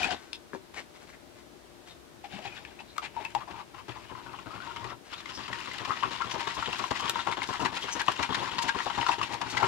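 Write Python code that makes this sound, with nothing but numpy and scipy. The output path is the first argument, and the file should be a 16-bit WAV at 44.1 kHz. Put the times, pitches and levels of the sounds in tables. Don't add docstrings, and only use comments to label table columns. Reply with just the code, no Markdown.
import sys
import numpy as np
from scipy import signal
from scipy.fft import rfft, irfft, next_fast_len
from scipy.io import wavfile
from scipy.ndimage import uniform_filter1d

SR = 44100
rng = np.random.default_rng(int(sys.argv[2]) if len(sys.argv) > 2 else 0)


def transcribe(u):
    v = np.clip(np.atleast_2d(u).T, -1, 1)
    q = np.round(v * 32767).astype(np.int16)
    wavfile.write(sys.argv[1], SR, q)


N = 426447
TIME = np.arange(N) / SR
FFT_SIZE = 2 * next_fast_len(N // 2 + SR // 2)
FREQS = np.maximum(np.arange(FFT_SIZE // 2 + 1) * SR / FFT_SIZE, 1)


def from_db(db):
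    return 10 ** (np.asarray(db) / 20)


def unit_rms(x):
    return x / np.sqrt(np.mean(x ** 2) + 1e-20)


def span(start_s, end_s):
    return slice(*np.searchsorted(TIME, [start_s, end_s]))


def in_time(rows):
    time_s, *columns = np.transpose(rows)
    return [np.interp(TIME, time_s, column) for column in columns]


def gain_by_hz(points):
    hz, db = np.transpose(points)
    return from_db(np.interp(np.log(FREQS), np.log(hz), db))


def butter(x, kind, hz, order):
    return signal.sosfilt(signal.butter(order, hz, kind, fs=SR, output="sos"), x)


def coloured(x, spectrum):
    cepstrum = irfft(np.log(unit_rms(gain_by_hz(spectrum))))
    cepstrum[1:FFT_SIZE // 2] *= 2
    cepstrum[FFT_SIZE // 2 + 1:] = 0
    return irfft(rfft(x, FFT_SIZE) * np.exp(rfft(cepstrum)))[..., :N]


def placed(x, balance, lag_rad=0):
    ratio = gain_by_hz(balance)
    ears = np.array([ratio, np.exp(1j * lag_rad) * np.ones_like(ratio)]) * 2 / (1 + ratio)
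    return irfft(rfft(x, FFT_SIZE) * ears)[:, :N]


def drift(rate_hz):
    hop, warm_up = 40, 2000
    r = np.exp(-2 * np.pi * rate_hz * hop / SR)
    noise = rng.standard_normal(N // hop + warm_up + 2)
    slow = signal.lfilter([1], [1, -2 * r, r * r], noise)[warm_up:]
    return np.interp(np.arange(N) / hop, np.arange(len(slow)), unit_rms(slow))


def grains(per_s, spread_db):
    sizes = from_db(spread_db * np.minimum(rng.exponential(1, N), 3)) * rng.choice([-1, 1], N)
    return unit_rms(sizes * (rng.random(N) < per_s / SR))


def swells(rows):
    return sum(from_db(db) * np.exp(-np.minimum(((TIME - centre_s) / half_s) ** 2, 20))
               for centre_s, half_s, db in rows)


def ring(clicks, hz, t60_s):
    r, w = from_db(-60 / (t60_s * SR)), 2 * np.pi * hz / SR
    return signal.lfilter([0, np.sin(w)], [1, -2 * r * np.cos(w), r * r], clicks + 1e-18)


def resonators(clicks, low_hz, high_hz, cycles, patchy_db, patch_hz, count):
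    pitches = np.geomspace(low_hz, high_hz, count)
    favour = np.array([from_db(patchy_db * drift(patch_hz)) for _ in pitches])
    favour /= np.sqrt(uniform_filter1d(favour ** 2, size=12, axis=0))
    dealt, out = rng.integers(0, count, N), 0
    for k, hz in enumerate(pitches):
        energy = np.sum(ring(signal.unit_impulse(SR // 10), hz, cycles / hz) ** 2)
        gain = np.sqrt(hz / pitches.mean() / energy)
        out += gain * ring(clicks * (dealt == k) * favour[k], hz, cycles / hz)
    return out


def struck(hits, modes, vary_db):
    start_s, hit_db = np.transpose(hits)
    scatter_db, out = rng.normal(0, vary_db, (len(hits), len(modes))), 0
    for k, (hz, mode_db, t60_s) in enumerate(modes):
        clicks = np.zeros(N)
        clicks[np.round(start_s * SR).astype(int)] = from_db(hit_db + mode_db + scatter_db[:, k])
        out += (-1) ** k * ring(clicks, hz, t60_s)
    return out


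# freq_hz, gain_db
ROOM_SPECTRUM = [(25, -24), (59, -1), (101, -5.5), (140, -6.5), (170, -5), (349, -1.5), (537, -9),
                 (620, -7), (919, -11), (2700, -18), (3700, -18), (12000, -29), (15500, -36.5)]
# pitch_hz, level_db
HUM_TONES = [(350, -65), (592, -69.5)]


def room_tone(air_db=-53):
    air = from_db(air_db) * coloured(rng.standard_normal((2, N)), ROOM_SPECTRUM)
    hum = sum(from_db(db) * np.sqrt(2) * np.sin(2 * np.pi * hz * TIME) for hz, db in HUM_TONES)
    return air + hum


def kitchen_reverb(x, level_db=-9, t60_s=0.089, first_s=0.0086):
    age = TIME[:SR // 2]
    tail = rng.standard_normal((2, len(age))) * from_db(-60 * age / t60_s) * (age > first_s)
    tail = butter(tail / np.sqrt(np.sum(tail[0] ** 2)), "low", hz=9450, order=1)
    return from_db(level_db) * signal.fftconvolve(x[None], tail, axes=1)[:, :N]


# start_s, level_db
FOOT_KNOCKS = [(.533, -41), (.540, -40.5), (.549, -40)]
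# pitch_hz, gain_db, t60_s
BODY_MODES = [(159, -13, 0.07), (230, 2.5, 0.13), (308, -7, 0.14), (383, 0.5, 0.13), (514, 6, 0.04),
              (950, 10, 0.014), (1650, 13.5, 0.0092)]


def jug_thud():
    return butter(struck(FOOT_KNOCKS, BODY_MODES, vary_db=6.5), "low", hz=700, order=1)


# start_s, level_db
RIM_HITS = [(.331, -29.5), (.334, -33.5), (.349, -45), (.357, -46)]
# pitch_hz, gain_db, t60_s
CLINK_MODES = [(2600, -2, 0.01), (3130, 0, 0.0068), (3500, 0.5, 0.022), (4320, -2, 0.0083),
               (5100, 1, 0.009), (6300, -9, 0.0053), (9000, -2, 0.0017)]
# start_s, level_db
LINGER_HITS = [(.125, -55.5)]
# pitch_hz, gain_db, t60_s
LINGER_MODES = [(1100, 0, 0.45), (1529, 2, 0.78), (1740, -2, .55), (2430, -4, .6)]


def fork_clinks():
    return struck(RIM_HITS, CLINK_MODES, vary_db=3.5) + struck(LINGER_HITS, LINGER_MODES, vary_db=2)


# centre_s, half_length_s, level_db
BRUSH_SWELLS = [(.22, 0.076, -55), (.55, 0.02, -49.5), (.744, 0.0037, -47), (.785, 0.031, -42),
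                (.962, 0.017, -52.5), (1.03, 0.03, -54), (1.095, 0.018, -50), (1.14, 0.015, -61),
                (1.39, 0.04, -59), (1.878, 0.013, -50.5), (1.91, 0.02, -55), (5.07, 0.025, -52.5)]
# freq_hz, gain_db
BRUSH_SPECTRUM = [(100, -9), (400, 3.5), (750, 8), (1200, 5.5), (2000, 6.5), (4000, 1.5), (8000, -6.5),
                  (15000, -31)]


def brushing():
    return coloured(swells(BRUSH_SWELLS) * grains(per_s=1500, spread_db=0.5), BRUSH_SPECTRUM)


# centre_s, half_length_s, level_db, pitch_hz
TINE_SKIDS = [(0.348, 0.015, -45.5, 3700), (0.785, 0.018, -40, 2120), (1.144, 0.018, -53, 2000),
              (1.906, 0.036, -55, 3700), (2.904, .03, -56.5, 4000), (5.188, 0.016, -45, 3960),
              (5.36, 0.023, -44, 5250), (6.323, 0.016, -42, 5850), (6.661, 0.017, -36, 3220),
              (7.834, 0.013, -36, 3230), (7.932, 0.013, -33, 6100), (8.074, 0.0065, -45, 3120),
              (8.401, 0.012, -38.5, 3450), (8.517, 0.0077, -35, 3150)]


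def skids():
    slips = grains(per_s=1600, spread_db=-1.5)
    return sum(swells([(centre_s, half_s, db)]) * unit_rms(ring(slips, hz, t60_s=0.0049))
               for centre_s, half_s, db, hz in TINE_SKIDS)


# start_s, level_db
SHARP_TICKS = [(.0308, -26), (0.045, -28), (0.3313, -34), (2.9806, -24.5), (3.2493, -32), (3.3042, -41),
               (3.3497, -28.5), (5.258, -49), (5.5302, -42), (5.605, -38), (5.735, -34), (6.316, -38),
               (6.9094, -35), (7.096, -11.5), (8.017, -25), (8.0845, -36), (8.12, -25.5), (8.586, -38),
               (9.214, -37), (9.416, -38)]
# freq_hz, gain_db
CRACK_SPECTRUM = [(1500, 1), (3000, 12), (6000, 1), (9000, -2), (12500, -19), (15500, -30)]


def tap_cracks(gain_db=-5, t60_s=0.022):
    envelope = np.zeros(N)
    for start_s, db in SHARP_TICKS:
        near = span(start_s, start_s + t60_s)
        envelope[near] += from_db(db + gain_db - 60 * (TIME[near] - start_s) / t60_s)
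    return coloured(envelope * rng.standard_normal(N), CRACK_SPECTRUM)


# start_s, length_s, spray_db, slosh_db
SLAPS = [(0.019, 0.036, -38.5, -53), (0.104, 0.0092, -37, -37), (3.881, 0.041, -50, -63),
         (4.15, 0.003, -55, -40), (4.388, 0.0081, -54, -42), (4.668, 0.0079, -50, -36.5),
         (4.762, 0.007, -44.5, -36), (4.843, 0.0062, -43.5, -44), (5.13, 0.0096, -40.5, -39),
         (5.202, 0.0059, -44, -40.5), (5.258, 0.0027, -44, -42.5), (5.292, 0.012, -43.5, -63),
         (5.446, 0.0032, -48, -57), (5.48, 0.0037, -42, -39), (5.529, 0.0029, -36.5, -34),
         (5.6, 0.0041, -46, -55), (5.658, 0.004, -44, -48), (5.674, 0.0047, -47, -35),
         (5.715, 0.0043, -43, -50), (5.74, 0.0039, -39, -46), (5.782, 0.0055, -39, -44),
         (5.85, 0.0076, -37.5, -35.5), (5.97, 0.004, -42, -35), (6.033, 0.013, -50, -26.5),
         (6.15, 0.014, -43, -39), (6.211, 0.0039, -54, -30), (6.219, 0.0024, -38.5, -28),
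         (6.313, 0.0085, -37.5, -38), (6.406, 0.0047, -36.5, -27.5), (6.474, 0.0037, -39, -24.5),
         (6.501, 0.004, -42, -38), (6.625, 0.0044, -43, -28), (6.727, 0.0073, -37.5, -31.5),
         (6.79, 0.0054, -37, -33.5), (6.839, 0.006, -39, -30), (6.909, 0.0032, -31, -29),
         (6.95, 0.026, -39, -38), (6.998, 0.012, -40, -31.5), (7.078, 0.017, -38.5, -45),
         (7.157, 0.0032, -50, -26), (7.191, 0.0068, -49, -31.5), (7.272, 0.0041, -51, -22),
         (7.314, 0.014, -38, -31), (7.419, 0.0042, -50, -26.5), (7.431, 0.0095, -35, -42),
         (7.529, 0.029, -44, -34.5), (7.65, 0.015, -32, -28), (7.766, 0.0095, -34, -34),
         (7.883, 0.0074, -40, -35), (7.995, 0.015, -32, -31), (8.082, 0.005, -38, -22),
         (8.117, 0.0061, -37, -40), (8.193, .006, -41, -34), (8.228, 0.008, -30, -28),
         (8.245, 0.0057, -38, -36), (8.346, 0.0088, -30, -31.5), (8.426, 0.002, -38.5, -33),
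         (8.471, 0.024, -41, -35.5), (8.584, 0.0071, -31, -27), (8.622, 0.0041, -32.5, -47),
         (8.682, 0.014, -31, -28), (8.789, 0.018, -41.5, -30.5), (8.9, 0.007, -39.5, -28),
         (8.976, 0.02, -51, -29.5), (9.012, 0.018, -40, -31), (9.064, 0.006, -34.5, -27),
         (9.086, 0.0084, -35.5, -22.5), (9.115, 0.026, -39, -32), (9.214, 0.0027, -38, -29),
         (9.229, 0.01, -35, -33), (9.334, 0.015, -41, -33.5), (9.415, 0.0067, -34, -26),
         (9.57, 0.011, -31, -31.5), (9.601, 0.023, -41, -30), (9.629, 0.0055, -40, -25),
         (9.64, 0.01, -45, -23.5)]
# pitch_hz, gain_db, t60_s
PLASTIC_MODES = [(335, -29.5, 0.2), (670, -30, 0.11), (936, -16.5, 0.32), (1362, -9.5, 0.084),
                 (2130, -8, 0.023), (2500, -4, 0.0074), (2930, -3, 0.0048), (4000, -20, 0.0014),
                 (6100, -3, 0.0011), (7600, -5.5, 0.0027), (9500, -10.5, 0.0029), (12500, -3, 0.0013)]


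def wall_knocks(slap_db=1.5, stroke_db=-8, drop_db=-30):
    jolts = [(start_s, slosh_db + slap_db) for start_s, _, _, slosh_db in SLAPS]
    jolts += [(start_s, db + stroke_db) for start_s, _, db in FORK_STROKES]
    ticks = [(start_s, spray_db + drop_db) for start_s, _, spray_db, _ in SLAPS] + list(SHARP_TICKS)
    damped = [(hz, db, t60_s / 2) for hz, db, t60_s in PLASTIC_MODES]
    soft = butter(struck(jolts, PLASTIC_MODES, vary_db=5.5), "low", hz=2140, order=1)
    hard = butter(struck(ticks, damped, vary_db=1.5), "high", hz=2000, order=2)
    return soft + hard


# start_s, level_db, pitch_hz, t60_s
AIR_POCKETS = [(0.031, -15.5, 2450, 0.037), (0.044, -13.5, 2490, 0.023), (0.002, -29, 754, 0.1),
               (.06, -31, 780, .07), (.087, -27, 734, 0.086), (2.241, -32.5, 790, 0.058),
               (2.336, -39.5, 190, 0.19), (2.362, -41.5, 215, 0.12), (2.452, -28.5, 780, 0.048),
               (2.474, -32, 2530, .04), (2.521, -37.5, 2460, 0.092), (2.65, -18.5, 2420, 0.0072),
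               (2.791, -37, 2600, 0.06), (2.982, -15, 1227, 0.02), (3.165, -27, 933, 0.085),
               (3.171, -29.5, 870, 0.099), (3.251, -19.5, 2590, 0.024), (3.350, -10, 920, 0.015),
               (3.355, -19.5, 825, 0.074), (3.418, -34, 1180, 0.044), (3.599, -34, 1184, 0.056),
               (4.152, -27.5, 1040, 0.027), (4.343, -38, 1100, 0.021), (4.39, -34, 1050, 0.036),
               (4.262, -39, 1480, 0.053), (4.285, -44, 1440, .06), (4.505, -39, 1250, 0.094),
               (4.56, -37, 1380, .05), (4.535, -34, 1330, 0.058), (4.602, -31, 1410, 0.042),
               (4.621, -36, 1510, 0.056), (4.71, -32, 1390, .04), (4.919, -34, 1330, 0.063),
               (5.258, -28.5, 2090, 0.027), (5.530, -19, 1880, 0.02), (5.714, -27, 2000, 0.023),
               (5.898, -28, 1080, 0.1), (5.905, -25, 1270, 0.1), (6.026, -17, 1000, 0.02),
               (6.035, -9.5, 1100, 0.019), (6.204, -22, 1050, 0.044), (6.476, -26, 950, 0.025),
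               (6.729, -13.5, 2720, 0.014), (6.839, -20.5, 1100, 0.029), (7.272, -17, 890, 0.021),
               (8.015, -15, 1590, 0.017), (8.084, -1.5, 1045, 0.011), (8.324, -19, 1060, 0.034),
               (8.692, -16.5, 1606, 0.037), (8.787, -21, 1330, 0.026), (8.803, -20, 1850, .025),
               (8.863, -27, 840, .04), (9.091, -13.5, 950, 0.015), (9.118, -14.5, 2640, 0.016),
               (9.213, -14, 1117, 0.024), (9.574, -14.5, 2010, 0.025), (9.629, -11.5, 942, 0.045)]


def plops(rows, rise, onset_s):
    out = np.zeros(N)
    for start_s, db, hz, t60_s in rows:
        near = span(start_s, start_s + t60_s)
        age = TIME[near] - start_s
        envelope = from_db(db - 60 * age / t60_s) * (1 - np.exp(-age / onset_s))
        out[near] += envelope * np.sin(2 * np.pi * hz * age * (1 + rise * age / t60_s))
    return out


def bubble_rows(strength, centre_hz, octaves, cycles, gain_db, count, spread_db=6):
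    at = rng.integers(0, N, count)
    detune, loudness = rng.normal(0, 1, (count, 2)).T.clip(-2, 2)
    centre_hz, cycles, gain_db = (np.broadcast_to(v, N)[at] for v in (centre_hz, cycles, gain_db))
    hz = centre_hz * 2 ** (octaves * detune)
    db = 20 * np.log10(strength[at]) + gain_db + spread_db * loudness - 2 * np.abs(detune)
    return np.transpose([at / SR, db, hz, cycles / hz])


# time_s, gain_db
BARE_WALL_GAIN = [(0, -5), (3.1, 2), (3.8, -1.5), (5.2, -5.5)]


def bare_wall(spray):
    gain_db, = in_time(BARE_WALL_GAIN)
    tone = ring(grains(per_s=2500, spread_db=3), hz=2450, t60_s=0.0038)
    return from_db(gain_db) * spray * unit_rms(tone)


# centre_s, half_length_s, level_db
FOAM_TEARS = [(6.555, .012, -42), (6.70, 0.029, -58), (6.785, .016, -44), (6.875, 0.024, -50),
              (7.005, 0.012, -41), (7.485, 0.02, -45), (7.537, .008, -44), (7.615, 0.038, -47),
              (7.757, .008, -50), (7.83, .018, -44), (8.063, .008, -47), (8.23, 0.011, -47),
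              (8.628, 0.0096, -36), (8.84, .02, -45), (9.10, 0.039, -46), (9.232, 0.0085, -45),
              (9.337, 0.012, -40.5), (9.512, 0.012, -39.5)]
# freq_hz, gain_db
FOAM_SPECTRUM = [(2000, -18), (4000, 7), (6500, 3.5), (8200, -5), (10000, -8.5), (12500, -13), (15500, -28)]


def foam(spray, mist_db=8):
    envelope = swells(FOAM_TEARS) + from_db(mist_db) * spray ** 2
    centre = coloured(envelope * grains(per_s=700, spread_db=3.5), FOAM_SPECTRUM)
    side = coloured(envelope * grains(per_s=970, spread_db=0), FOAM_SPECTRUM)
    return from_db(-0.5) * centre + from_db(-7.5) * side * [[1], [-1]]


# freq_hz, gain_db
SPRAY_SPECTRUM = [(500, -13), (1100, -5), (1500, 3), (2000, 3.5), (2350, -8.5), (2800, 4), (4000, -1),
                  (5500, -8.5), (6400, -14), (7100, -11), (8200, -20), (10000, -21.5), (12500, -32),
                  (15500, -51)]
# freq_hz, gain_db
SCATTER_SPECTRUM = [(700, -10.5), (1500, -14.5), (3000, -7), (6000, -1), (12000, -8)]


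def spatter(spray):
    droplets = resonators(spray * grains(per_s=2000, spread_db=1.5), low_hz=1100, high_hz=13570,
                          cycles=33, patchy_db=8, patch_hz=15.5, count=28)
    crackle = spray * grains(per_s=1100, spread_db=1.5)
    centre = coloured(from_db(-5) * droplets + from_db(-4.5) * crackle, SPRAY_SPECTRUM)
    scattered = coloured(spray * grains(per_s=1500, spread_db=-1), SCATTER_SPECTRUM)
    side = from_db(-4) * coloured(scattered, SPRAY_SPECTRUM)
    pops = bubble_rows(spray, centre_hz=2780, octaves=0.483, cycles=35, gain_db=4, count=480)
    return centre + plops(pops, rise=0.12, onset_s=0.00019) + side * [[1], [-1]]


# time_s, air_hz, boom_db
FILL_CURVE = [(0, 710, -24.5), (2.3, 726, -15), (3.2, 930, -14.5), (3.9, 1025, -8.5), (4.4, 1013, -12),
              (4.7, 1036, -15.5), (5.8, 1050, -14.5), (6.3, 1040, -16.5), (7.5, 1020, -19.5),
              (9.67, 948, -14)]


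def jug_air(x, width_hz, swing_octaves=0.069, block=256):
    air_hz, _ = in_time(FILL_CURVE)
    air_hz *= 2 ** (swing_octaves * drift(rate_hz=9.5))
    r = np.exp(-np.pi * width_hz / SR)
    out, state = np.zeros(N), np.zeros(2)
    for i in range(0, N, block):
        poles = [1, -2 * r[i] * np.cos(2 * np.pi * air_hz[i] / SR), r[i] ** 2]
        out[i:i + block], state = signal.lfilter([1, 0, -1], poles, x[i:i + block], zi=state)
    return out * np.sqrt((1 - r * r) / 2)


# time_s, air_width_hz, bubble_hz, bubble_cycles, bubble_db
FROTH_CURVE = [(0, 90, 890, 13, -2), (2.3, 120, 760, 32, 5.5), (3.4, 131, 918, 28, 3.5),
               (4.1, 151, 1165, 19, 1.5), (4.6, 190, 1430, 28, 0), (5.3, 165, 1210, 14.4, 1.5),
               (9.67, 135, 1030, 12.5, 5.5)]
# freq_hz, gain_db
SLOSH_SPECTRUM = [(200, -6.5), (550, -18), (800, -5), (1400, -6), (2000, -8), (4000, -17.5)]


def gurgle(slosh):
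    width_hz, bubble_hz, cycles, bubble_db = in_time(FROTH_CURVE)
    hollow = jug_air(slosh * grains(per_s=2500, spread_db=-5.5), width_hz)
    churn = resonators(slosh * grains(per_s=1500, spread_db=1), low_hz=660, high_hz=1670,
                       cycles=19, patchy_db=7, patch_hz=10.6, count=8)
    bubbles = bubble_rows(slosh, bubble_hz, octaves=0.317, cycles=cycles, gain_db=bubble_db, count=1100)
    return (from_db(-12) * coloured(hollow, SLOSH_SPECTRUM)
            + from_db(-15) * butter(churn, "high", hz=560, order=2)
            + plops(bubbles, rise=0.2, onset_s=0.0011))


# freq_hz, gain_db
RUB_SPECTRUM = [(25, -18), (60, -10.5), (165, -1.5), (230, 0.5), (350, 4.5), (500, -5), (680, -2.5),
                (1000, 1), (2500, -67.5)]


def floor_rub(rub):
    _, boom_db = in_time(FILL_CURVE)
    walls = resonators(rub * grains(per_s=3000, spread_db=2), low_hz=41.2, high_hz=1100,
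                       cycles=1.6, patchy_db=4, patch_hz=13.3, count=16)
    boom = ring(rub * grains(per_s=1700, spread_db=-2.5), hz=115.5, t60_s=0.15)
    return from_db(-13.5) * coloured(walls, RUB_SPECTRUM) + from_db(boom_db - 15) * boom


# start_s, length_s, rub_db
FORK_STROKES = [(0.0, 0.052, -42.5), (0.04, 0.049, -41), (0.11, 0.041, -41.5), (2.449, 0.028, -53),
                (3.161, 0.07, -50), (3.351, 0.044, -52), (3.5, 0.082, -51), (3.883, 0.025, -44.5),
                (4.111, 0.025, -47), (4.261, 0.07, -53.5), (4.459, 0.035, -46.5), (4.541, 0.051, -48.5),
                (4.656, 0.028, -53.5), (4.794, 0.13, -49.5), (4.842, 0.024, -44), (4.911, 0.029, -45.5),
                (5.373, 0.049, -46), (5.484, 0.059, -47), (5.542, 0.039, -57), (5.677, 0.015, -47),
                (5.796, 0.059, -46), (5.875, 0.041, -43), (6.04, 0.048, -41), (6.107, 0.038, -48.5),
                (6.237, 0.048, -46.5), (6.339, 0.051, -40), (6.47, 0.013, -41), (6.567, 0.034, -39.5),
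                (6.674, 0.031, -39.5), (6.792, 0.037, -40.5), (6.909, 0.019, -32.5), (7.019, 0.057, -41),
                (7.133, 0.067, -46.5), (7.267, 0.059, -39), (7.37, 0.033, -39.5), (7.487, 0.033, -39),
                (7.595, 0.069, -36), (7.6, 0.11, -44), (7.719, 0.031, -44), (7.839, 0.0129, -40.5),
                (7.951, 0.034, -40.5), (8.081, 0.024, -37), (8.191, 0.028, -35), (8.291, 0.031, -35.5),
                (8.367, 0.12, -41), (8.515, 0.11, -46), (8.636, 0.048, -41), (8.746, 0.023, -38),
                (8.859, 0.019, -34), (8.976, 0.033, -36), (9.083, 0.03, -37), (9.182, 0.049, -42),
                (9.292, 0.083, -43.5), (9.406, 0.069, -43.5), (9.524, 0.19, -44.5), (9.624, 0.044, -32.5)]


def glugs(per_stroke=2, centre_hz=520, octaves=0.4, cycles=13.3, gain_db=7, spread_db=2.5):
    start_s, length_s, rub_db = np.repeat(FORK_STROKES, per_stroke, axis=0).T
    delay, detune, loudness = rng.normal(0, 1, (len(start_s), 3)).T.clip(-2, 2)
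    glug_s = start_s + np.abs(delay) * length_s / 2
    db = rub_db + gain_db + spread_db * loudness
    hz = centre_hz * 2 ** (octaves * detune)
    return plops(np.transpose([glug_s, db, hz, cycles / hz]), rise=0.4, onset_s=0.00085)


def fork_lifts(dip_db=-8, lift_s=0.02):
    starts = np.sort(np.array(FORK_STROKES)[:, 0])
    wait_s = np.append(starts, np.inf)[np.searchsorted(starts, TIME)] - TIME
    return from_db(dip_db * np.exp(-wait_s / lift_s))


# time_s, level_db
BEAT_CURVE = [(0.0, -46), (0.124, -48.5), (0.22, -81)]
POUR_CURVE = [(2.24, -80), (2.31, -56.5), (2.46, -48), (2.52, -54.5), (2.73, -64), (2.91, -72), (3.42, -56),
              (3.56, -94), (3.75, -61.5), (4.76, -51), (4.9, -51), (4.93, -57)]
WHISK_CURVE = [(5.12, -51), (5.24, -58), (5.3, -50), (5.87, -45), (7.11, -43.5), (7.54, -45.5), (9.05, -43),
               (9.39, -46.5), (9.5, -45), (9.67, -39)]
# rub_db, slosh_db, spray_db
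BOUT_MIX = [(1, 11, 11), (-2.5, -2, -0.5), (-9, 1, 2)]


def swirl(uneven_db=2, settle_db_per_s=500):
    restless = from_db(uneven_db * drift(rate_hz=16)) * fork_lifts()
    power = 0
    for mix_db, curve in zip(BOUT_MIX, (BEAT_CURVE, POUR_CURVE, WHISK_CURVE)):
        level_db, = in_time(curve)
        outside_s = np.abs(TIME - np.clip(TIME, curve[0][0], curve[-1][0]))
        level_db -= np.minimum(settle_db_per_s * outside_s, 100)
        power += np.outer(from_db(mix_db), from_db(level_db) * restless) ** 2
    return power


# centre_s, half_length_s, spray_db, slosh_db
GURGLE_SWELLS = [(2.254, 0.015, -51, -49), (2.339, 0.017, -49.5, -53), (2.388, 0.0075, -49, -45),
                 (2.461, 0.033, -49, -58), (2.569, 0.022, -49.5, -64), (2.804, 0.011, -50, -51),
                 (2.967, .006, -52, -46), (3.028, 0.0081, -49, -40), (3.049, 0.023, -43, -46.5),
                 (3.18, 0.039, -56, -52), (3.219, 0.022, -52, -42), (3.255, 0.012, -47, -39),
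                 (3.411, 0.023, -55.5, -40.5), (3.484, 0.0094, -56, -40.5), (3.513, 0.016, -50, -51),
                 (3.564, 0.024, -54.5, -44), (3.602, 0.024, -52.5, -40), (3.748, 0.0061, -56, -36.5),
                 (3.793, 0.029, -57, -44.5), (3.966, 0.028, -55, -42.5), (4.103, 0.01, -54, -42),
                 (4.191, 0.022, -58, -41.5), (4.255, 0.022, -57, -53), (4.341, 0.012, -69, -38.5),
                 (4.052, 0.0049, -61, -44.5), (4.526, 0.022, -55, -45), (4.57, .016, -60, -55),
                 (4.644, 0.025, -52, -47), (4.71, 0.017, -53, -44), (4.905, 0.012, -47.5, -40),
                 (5.91, 0.021, -59, -28.5), (8.073, 0.0081, -41.5, -40)]


def agitation():
    rub, slosh, spray = swirl()
    bite_s, stroke_slosh_db = 0.00048, 4.5
    for start_s, length_s, db in FORK_STROKES:
        near = span(start_s - 2 * bite_s, start_s + 2 * length_s)
        age = TIME[near] - start_s
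        push = np.exp(-(age / np.where(age < 0, bite_s, length_s)) ** 4)
        rub[near] += (from_db(db) * push) ** 2
        slosh[near] += (from_db(db + stroke_slosh_db) * push) ** 2
    for centre_s, half_s, spray_db, slosh_db in GURGLE_SWELLS:
        near = span(centre_s - 3 * half_s, centre_s + 3 * half_s)
        bell = np.exp(-((TIME[near] - centre_s) / half_s) ** 2)
        spray[near] += (from_db(spray_db) * bell) ** 2
        slosh[near] += (from_db(slosh_db) * bell) ** 2
    spray_rise_s, spray_fall_s, slosh_rise_s, slosh_fall_s = 0.0017, 0.0058, 0.0016, 0.0027
    for start_s, length_s, spray_db, slosh_db in SLAPS:
        near = span(start_s - 5 * spray_rise_s, start_s + length_s + 5 * spray_fall_s)
        outside_s = TIME[near] - np.clip(TIME[near], start_s, start_s + length_s)
        patter = np.exp(-np.abs(outside_s) / np.where(outside_s < 0, spray_rise_s, spray_fall_s))
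        gulp = np.exp(-np.abs(outside_s) / np.where(outside_s < 0, slosh_rise_s, slosh_fall_s))
        spray[near] += (from_db(spray_db) * patter) ** 2
        slosh[near] += (from_db(slosh_db) * gulp) ** 2
    burst_db, burst_s = -27.5, 0.0058
    for start_s, db, _, _ in AIR_POCKETS:
        near = span(start_s, start_s + 10 * burst_s)
        spray[near] += (from_db(db + burst_db) * np.exp((start_s - TIME[near]) / burst_s)) ** 2
    return np.sqrt([rub, slosh, spray])


def mixture():
    rub, slosh, spray = agitation()
    body = floor_rub(rub) + gurgle(slosh)
    drops = spatter(spray) + bare_wall(spray) + foam(spray)
    return body + drops + glugs() + plops(AIR_POCKETS, rise=0.018, onset_s=0.0011)


# freq_hz, left_minus_right_db
JUG_BALANCE = [(60, 34), (200, 16.5), (700, 14), (1300, 14.5), (2400, 10.5), (4400, 6), (8000, 5.5),
               (15000, 3)]
# freq_hz, left_lag_rad
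JUG_LAG = [(100, .1), (780, 1), (2070, 0.92), (2900, 1.4), (5900, 2.04), (8000, 1.87), (11400, 2.32),
           (15300, 2.2)]
# freq_hz, left_minus_right_db
ROOM_BALANCE = [(60, 9.5), (200, 8.3), (400, 10), (1300, 4.4), (2400, 2.1), (15000, 0.43)]


def scene():
    handling = jug_thud() + fork_clinks() + brushing() + skids()
    jug = handling + mixture() + tap_cracks() + wall_knocks()
    jug = butter(jug, "high", hz=30, order=2)
    room = kitchen_reverb(jug.mean(axis=0)) + room_tone()
    lag_rad = np.interp(FREQS, *np.transpose(JUG_LAG))
    return placed(jug, JUG_BALANCE, lag_rad) + placed(room, ROOM_BALANCE)


def record(dry):
    return signal.sosfilt(signal.ellip(12, 0.1, 80, 15800, fs=SR, output="sos"), dry)


dry = scene()
out = record(dry)
transcribe(out)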